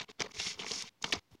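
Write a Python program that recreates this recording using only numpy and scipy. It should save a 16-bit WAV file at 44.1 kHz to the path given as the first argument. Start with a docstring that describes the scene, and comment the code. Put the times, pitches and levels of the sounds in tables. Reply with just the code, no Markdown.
"""Paper slides, crackles and rubs a small card box as hands tear the wrapping off, close to a camera microphone.
Clumped random slips, each rattling on in the sheet, are filtered into hiss, crackle and box rubbing.
Creases snap as a crack with a dying volley; hands knock box and table as short decaying sines.
Quiet room noise lies behind; between bursts all sound drops away abruptly."""
import sys
import numpy as np
from scipy import signal
from scipy.io import wavfile
from scipy.ndimage import uniform_filter1d

SR = 44100
rng = np.random.default_rng(int(sys.argv[2]) if len(sys.argv) > 2 else 0)


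def transcribe(u):
    """Save the signal u as a 16-bit wav file named by the first command-line argument.

    u: samples, shape (n,) or (channels, n), limited to [-1, 1]; the rate is SR.
    q: integer samples, one column per channel.
    """
    v = np.clip(np.atleast_2d(u).T, -1, 1)
    q = np.round(v * 32767).astype(np.int16)
    wavfile.write(sys.argv[1], SR, q)


N = 61739

# level curves, one list per burst of handling: time_s, hiss_db, crackle_db, rub_db
BURST_CURVES = [
    [(0, -44.5, -34, -64), (.008, -63, -47.5, -48), (.022, -66, -51, -56), (.034, -68.5, -54, -52.5),
     (.047, -67, -57.5, -60)],
    [(0.092, -80.5, -52, -51.5), (0.106, -57, -60.5, -59), (0.116, -63, -49, -51.5)],
    [(.192, -73, -62, -55.5), (.21, -62, -46, -46), (.226, -58, -49, -46.5), (.236, -63, -52.5, -50),
     (.248, -61, -49, -44.5), (.258, -68, -56, -52), (.273, -68, -59, -54)],
    [(0.285, -72, -62, -67), (0.295, -76, -73, -56), (0.301, -73, -80, -73), (0.315, -57, -61, -62),
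     (0.321, -57, -53.5, -60)],
    [(0.342, -54.5, -56.5, -65), (0.366, -50.5, -52, -54), (0.384, -49, -49, -59), (0.397, -40, -41, -61),
     (0.403, -38, -40.5, -55), (0.412, -44, -40.5, -58.5), (0.454, -39.5, -42.5, -54.5),
     (0.474, -40, -37.5, -52.5), (0.492, -39.5, -45.5, -59.5), (0.514, -44.5, -43, -62),
     (0.53, -51, -50.5, -65), (0.574, -73, -64.5, -57.5), (0.596, -47, -48.5, -48),
     (0.612, -50, -48.5, -49.5), (0.65, -63, -52.5, -47), (0.656, -54, -52, -50), (0.666, -49, -49, -51),
     (0.678, -45, -46.5, -56), (0.698, -43.5, -47, -57), (0.708, -43.5, -48.5, -48.5),
     (0.72, -43, -46.5, -51.5), (0.74, -39, -43, -47.5), (0.77, -43, -47, -52), (0.797, -42.5, -47.5, -54),
     (0.814, -46, -43.5, -61.5), (0.824, -45, -42, -55.5), (0.838, -58, -54.5, -52.5),
     (0.878, -57.5, -51, -67.5), (0.892, -59, -57.5, -74)],
    [(1.018, -67, -73, -59.5), (1.026, -37.5, -53, -70), (1.034, -63, -61.5, -63),
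     (1.04, -46.5, -63, -42.5), (1.052, -59.5, -46.5, -46.5), (1.069, -49, -48, -49.5),
     (1.08, -56, -54.5, -47.5), (1.092, -47, -55, -55), (1.103, -61.5, -53, -51), (1.112, -43.5, -64, -57),
     (1.122, -58, -56, -58), (1.14, -60.5, -37.5, -42.5), (1.165, -62.5, -55, -45.5),
     (1.194, -63, -51, -63)],
    [(1.314, -74, -88, -71.5), (1.335, -94, -82, -82), (1.34, -85, -84, -79), (1.346, -81, -74.5, -71),
     (1.355, -72, -76, -76)],
]


def gain_of(db):
    """Amplitude factor of a level in dB."""
    return 10 ** (np.asarray(db) / 20)


def evened(x):
    """Scale to unit RMS."""
    return x / np.sqrt(np.mean(x ** 2) + 1e-20)


def colour(x, points):
    """Causal minimum-phase filter through the given (hz, db) points."""
    hz, db = np.transpose(points)
    bin_hz = abs(np.fft.fftfreq(4096, 1 / SR))
    bin_db = np.interp(np.log(bin_hz + 1), np.log(hz + 1), db)
    log_gain = bin_db * np.log(10) / 20
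    spectrum = np.exp(np.conj(signal.hilbert(log_gain)))
    taps = np.fft.ifft(spectrum).real[:2048]
    return signal.oaconvolve(x, taps)[:len(x)]


def ring(x, hz, width_hz):
    """One two-pole resonance of about unit peak gain."""
    r = np.exp(-np.pi * width_hz / SR)
    edge = (1 - r * r) / 2
    return signal.lfilter([edge, 0, -edge], [1, -2 * r * np.cos(2 * np.pi * hz / SR), r * r], x)


def handling():
    """Paper slides with a hiss, crackles, and rubs the box, each slip train on its own level curve."""
    # sliding spectrum: hz, level_db
    hiss_spectrum = [(500, -52), (2500, -27.5), (4200, -9), (5450, -1), (6800, -4), (8000, -19),
                     (10300, -24), (11800, -37), (16000, -46)]
    # crackle spectrum: hz, level_db
    crackle_spectrum = [(300, -24.5), (700, -13), (1050, -9.5), (1460, -7.5), (1900, -3), (2230, 4.5),
                        (2500, -1.5), (3400, 1.5), (4400, 0), (7000, -18.5), (16000, -64.5)]
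    hiss = colour(grains(14000, spread_db=2.2, clump_db=1.3, clump_s=0.0012), hiss_spectrum)
    crackle = colour(grains(6000, spread_db=2.5, clump_db=1.4, clump_s=0.0027), crackle_spectrum)
    rub = box(grains(900, spread_db=1.0, clump_db=2.2, clump_s=0.004))

    t = np.arange(N) / SR
    time_s, *levels_db = np.concatenate(BURST_CURVES).T
    total = np.zeros(N)
    for voice, level_db in zip([hiss, crackle, rub], levels_db):
        total += evened(voice) * gain_of(np.interp(t, time_s, level_db))
    return total


def grains(per_s, spread_db, clump_db, clump_s):
    """Tiny slips of uneven size come in clumps; eight patches of sheet each rattle on in their own way."""
    rattle_t60_s, rattle_db = 0.027, 1  # rattle energy relative to its slip
    span = max(round(clump_s * SR), 2)
    slow = uniform_filter1d(uniform_filter1d(rng.standard_normal(N), span), span)
    size = np.minimum(rng.exponential(1, N), 4)
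    size_gain = gain_of(spread_db * size + clump_db * evened(slow))
    happens = rng.random(N) < per_s / SR
    slips = happens * rng.standard_normal(N) * size_gain

    # the slipping patch is drawn anew every 64 samples
    patch = rng.integers(0, 8, N // 64 + 1)[np.arange(N) // 64]
    t = np.arange(1500) / SR
    rattles = rng.standard_normal((8, len(t))) * gain_of(-60 * t / rattle_t60_s)
    rattles *= gain_of(rattle_db) / np.linalg.norm(rattles, axis=1, keepdims=True)
    total = slips.copy()
    for k, rattle in enumerate(rattles):
        total += signal.oaconvolve(slips * (patch == k), rattle)[:N]
    return total


def box(x):
    """The hollow card box rings low: parallel modes of alternating sign, then an overall spectrum."""
    # resonances of the box: pitch_hz, width_hz, level_db
    box_modes = [(85, 20, -18.5), (192.4, 60, -1.5), (300, 77.4, -6), (420, 48, 0), (704, 44, -9),
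                 (990, 305, -9)]
    # overall spectrum of the box: hz, level_db
    box_spectrum = [(20, -28.5), (70, 2), (150, -0.5), (1200, 1), (3000, -18), (16000, -76)]
    total = np.zeros(len(x))
    for k, (hz, width_hz, db) in enumerate(box_modes):
        total += (-1) ** k * gain_of(db) * ring(x, hz, width_hz)
    return colour(total, box_spectrum)


def snap(peak_db, hz, broad_db, hold_s, t60_s):
    """One sharp crack and a dying volley of smaller ones ring a patch of sheet and sound broadly."""
    # broad crack spectrum: hz, level_db
    crack_spectrum = [(290, -28), (500, -10), (1420, -8), (2260, -1), (2850, -6.5), (3750, -6),
                      (6330, -10.5), (7420, -28), (16000, -55.5)]
    first_db = 18.5  # first crack over the volley
    volley_rise_s, onset_s = 0.00031, 0.0002
    width_hz = 0.38 * hz
    t = np.arange(3000) / SR
    first = 1.0 * (t == 0)

    decay = gain_of(-60 * np.maximum(t - hold_s, 0) / t60_s)
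    shape = np.minimum(t / volley_rise_s, 1) * decay
    volley = gain_of(first_db) * first + shape * rng.standard_normal(len(t))

    patch = ring(ring(first, hz, width_hz), hz, width_hz)
    voice = evened(patch) + gain_of(broad_db) * evened(colour(first, crack_spectrum))
    voice *= np.minimum((t + 1 / SR) / onset_s, 1)
    crack = signal.oaconvolve(volley, voice)[:len(t)]
    return gain_of(peak_db) * crack / abs(crack).max()


def bump(level_db, hz, cycles):
    """A soft push on box or table: a sine swells over one cycle, then falls 20 dB in the given cycles."""
    turns = np.arange(3000) / SR * hz
    decay = gain_of(-20 * np.maximum(turns - 1, 0) / cycles)
    swing = np.sin(2 * np.pi * turns) * np.minimum(turns, 1) * decay
    return gain_of(level_db) * swing


def room():
    """Coloured noise of the quiet room, plus a constant negative offset."""
    # room spectrum: hz, level_db
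    room_spectrum = [(30, -23.5), (70, -2.5), (250, -3.5), (650, -11), (960, -8.5), (1250, -13.5),
                     (3140, -14.5), (5500, -17.5), (8300, -27), (16000, -27)]
    room_db, offset_db = -66, -70.5
    noise = evened(colour(rng.standard_normal(N), room_spectrum))
    return gain_of(room_db) * noise - gain_of(offset_db)


def presence():
    """Gains for room and handling: full in a burst, swelling in before it and cut short after it."""
    swell_db_per_s, cut_db_per_s = 1689, 8992
    room_floor_db = -9  # the room drops no further; handling has no floor
    t = np.arange(N) / SR
    db = np.full(N, -np.inf)
    for rows in BURST_CURVES:
        early_s = np.maximum(rows[0][0] - t, 0)
        late_s = np.maximum(t - rows[-1][0], 0)
        db = np.maximum(db, -swell_db_per_s * early_s - cut_db_per_s * late_s)
    return gain_of(np.maximum(db, room_floor_db)), gain_of(db)


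def scene():
    """Snaps, bumps and handling under one burst gain, the room under its own."""
    # creases snapping, before the burst gain: start_s, peak_db, pitch_hz, broad_db (re patch ring), hold_s, t60_s
    snap_events = [(.012, -30, 2658, 13, 0.0065, 0.015), (0.03, -42, 6640, 2, 0.00072, 0.011),
                   (0.099, -39, 2930, 4, 0.00089, 0.033), (0.1965, -28.5, 3120, 7, 0.0023, 0.014),
                   (0.2045, -19, 5000, 1.5, 0.00091, 0.0099), (0.2067, -23, 2900, 10, 0.0018, 0.029),
                   (0.2128, -23.5, 1520, 9, 0.0016, .012), (0.2197, -18.5, 4850, 2.5, 0.0011, 0.012),
                   (0.261, -39.5, 1800, -3.5, 0.004, 0.028), (0.31, -48, 2170, -17, 0.0072, 0.018),
                   (0.348, -44, 2220, -8, .0012, .025), (0.368, -40.5, 2310, -7, 0.0017, 0.027),
                   (0.3993, -22, 2660, -2.5, 0.0016, 0.019), (0.417, -26.5, 4500, -10, 0.00057, 0.008),
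                   (0.435, -31, 4060, -21, 0.002, 0.021), (.469, -29.5, 3100, -26, 0.00276, 0.0091),
                   (0.544, -39.5, 4070, 4, 0.0011, 0.013), (0.581, -57, 3000, 3, .0012, .02),
                   (0.593, -29.5, 2970, -19.5, 0.0066, 0.065), (0.621, -32.5, 2750, -22, 0.0017, 0.021),
                   (0.6349, -33.5, 1340, 3.5, 0.0021, 0.016), (0.6448, -31, 915, -0.5, 0.00074, 0.02),
                   (0.6654, -28.5, 2230, -10, 0.00031, 0.012), (0.7112, -24.5, 3040, -2, .0012, 0.015),
                   (0.7166, -21, 4850, -10.5, 0.00165, 0.013), (0.7926, -34, 4900, -11, 0.0044, .02),
                   (.8232, -25.5, 5166, -9.5, 0.00043, 0.0124), (0.8235, -36, 8810, -10.5, 0.00061, 0.0151),
                   (1.0413, -27, 1270, -8, 0.0011, 0.01), (1.0428, -14, 2767, 5, 0.0013, 0.021),
                   (1.1241, -17, 2800, -14, 0.0013, 0.012), (1.1243, -31, 7540, -20.5, 0.0026, 0.0116),
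                   (1.1245, -38.5, 10600, -17, 0.0012, 0.01), (1.1267, -14.5, 2450, -15.5, 0.00083, 0.013),
                   (1.1289, -20.5, 4130, -6.5, 0.0012, 0.01), (1.1303, -17.5, 3742, -26, 0.0007, 0.017),
                   (1.1348, -21, 4470, 2.5, 0.0014, 0.02937), (1.1537, -29.5, 4720, 2, 0.0019, 0.051),
                   (1.191, -45, 4650, -2, 0.00124, 0.0105)]
    # knocks of the hands, before the burst gain: start_s, level_db, pitch_hz, cycles (per 20 dB fall)
    bump_events = [(0.011, -57, 185, 8), (0.199, -56.5, 65.4, 4.5), (0.46, -50.5, 182, 4),
                   (0.506, -56, 151, 2.5), (0.736, -56.5, 76, 0.5), (0.097, -48.5, 350, 1.5),
                   (0.203, -34.5, 420, 6), (0.209, -36, 185, 2), (.243, -37.5, 420, 4.5),
                   (0.262, -39.5, 523, 2.5), (0.377, -46.5, 85, 2), (0.4, -41, 785, 9),
                   (0.451, -52, 84, 2.5), (0.554, -56, 85, 1.5), (.595, -38, 400, 3),
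                   (0.604, -45.5, 193, 2), (0.663, -38.5, 420, 2.5), (.71, -37.5, 431, 7),
                   (0.711, -44.5, 138, 1), (1.043, -33, 450, 2), (1.044, -35, 200, 0.5),
                   (1.043, -32, 900, 6), (1.135, -30, 400, 2), (1.136, -34, 240, 2), (1.163, -43.5, 85, 3),
                   (1.313, -53.5, 152, 2), (1.325, -51.5, 90, 2), (1.349, -46.5, 300, 1.5)]
    hits = np.zeros(N + 3000)
    for make, events in [(snap, snap_events), (bump, bump_events)]:
        for start_s, *settings in events:
            hits[round(start_s * SR):][:3000] += make(*settings)
    room_gain, handling_gain = presence()
    mix = room_gain * room() + handling_gain * (hits[:N] + handling())
    return mix[None]


def record(dry):
    """Faint hiss of the microphone, then the band limit."""
    hiss_db, edge_hz = -95.5, 15900
    hissy = dry + gain_of(hiss_db) * rng.standard_normal(dry.shape)
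    lowpass = signal.firwin(511, edge_hz, window=("kaiser", 9), fs=SR)
    return signal.oaconvolve(hissy, lowpass[None], "same")


dry = scene()
out = record(dry)
transcribe(out)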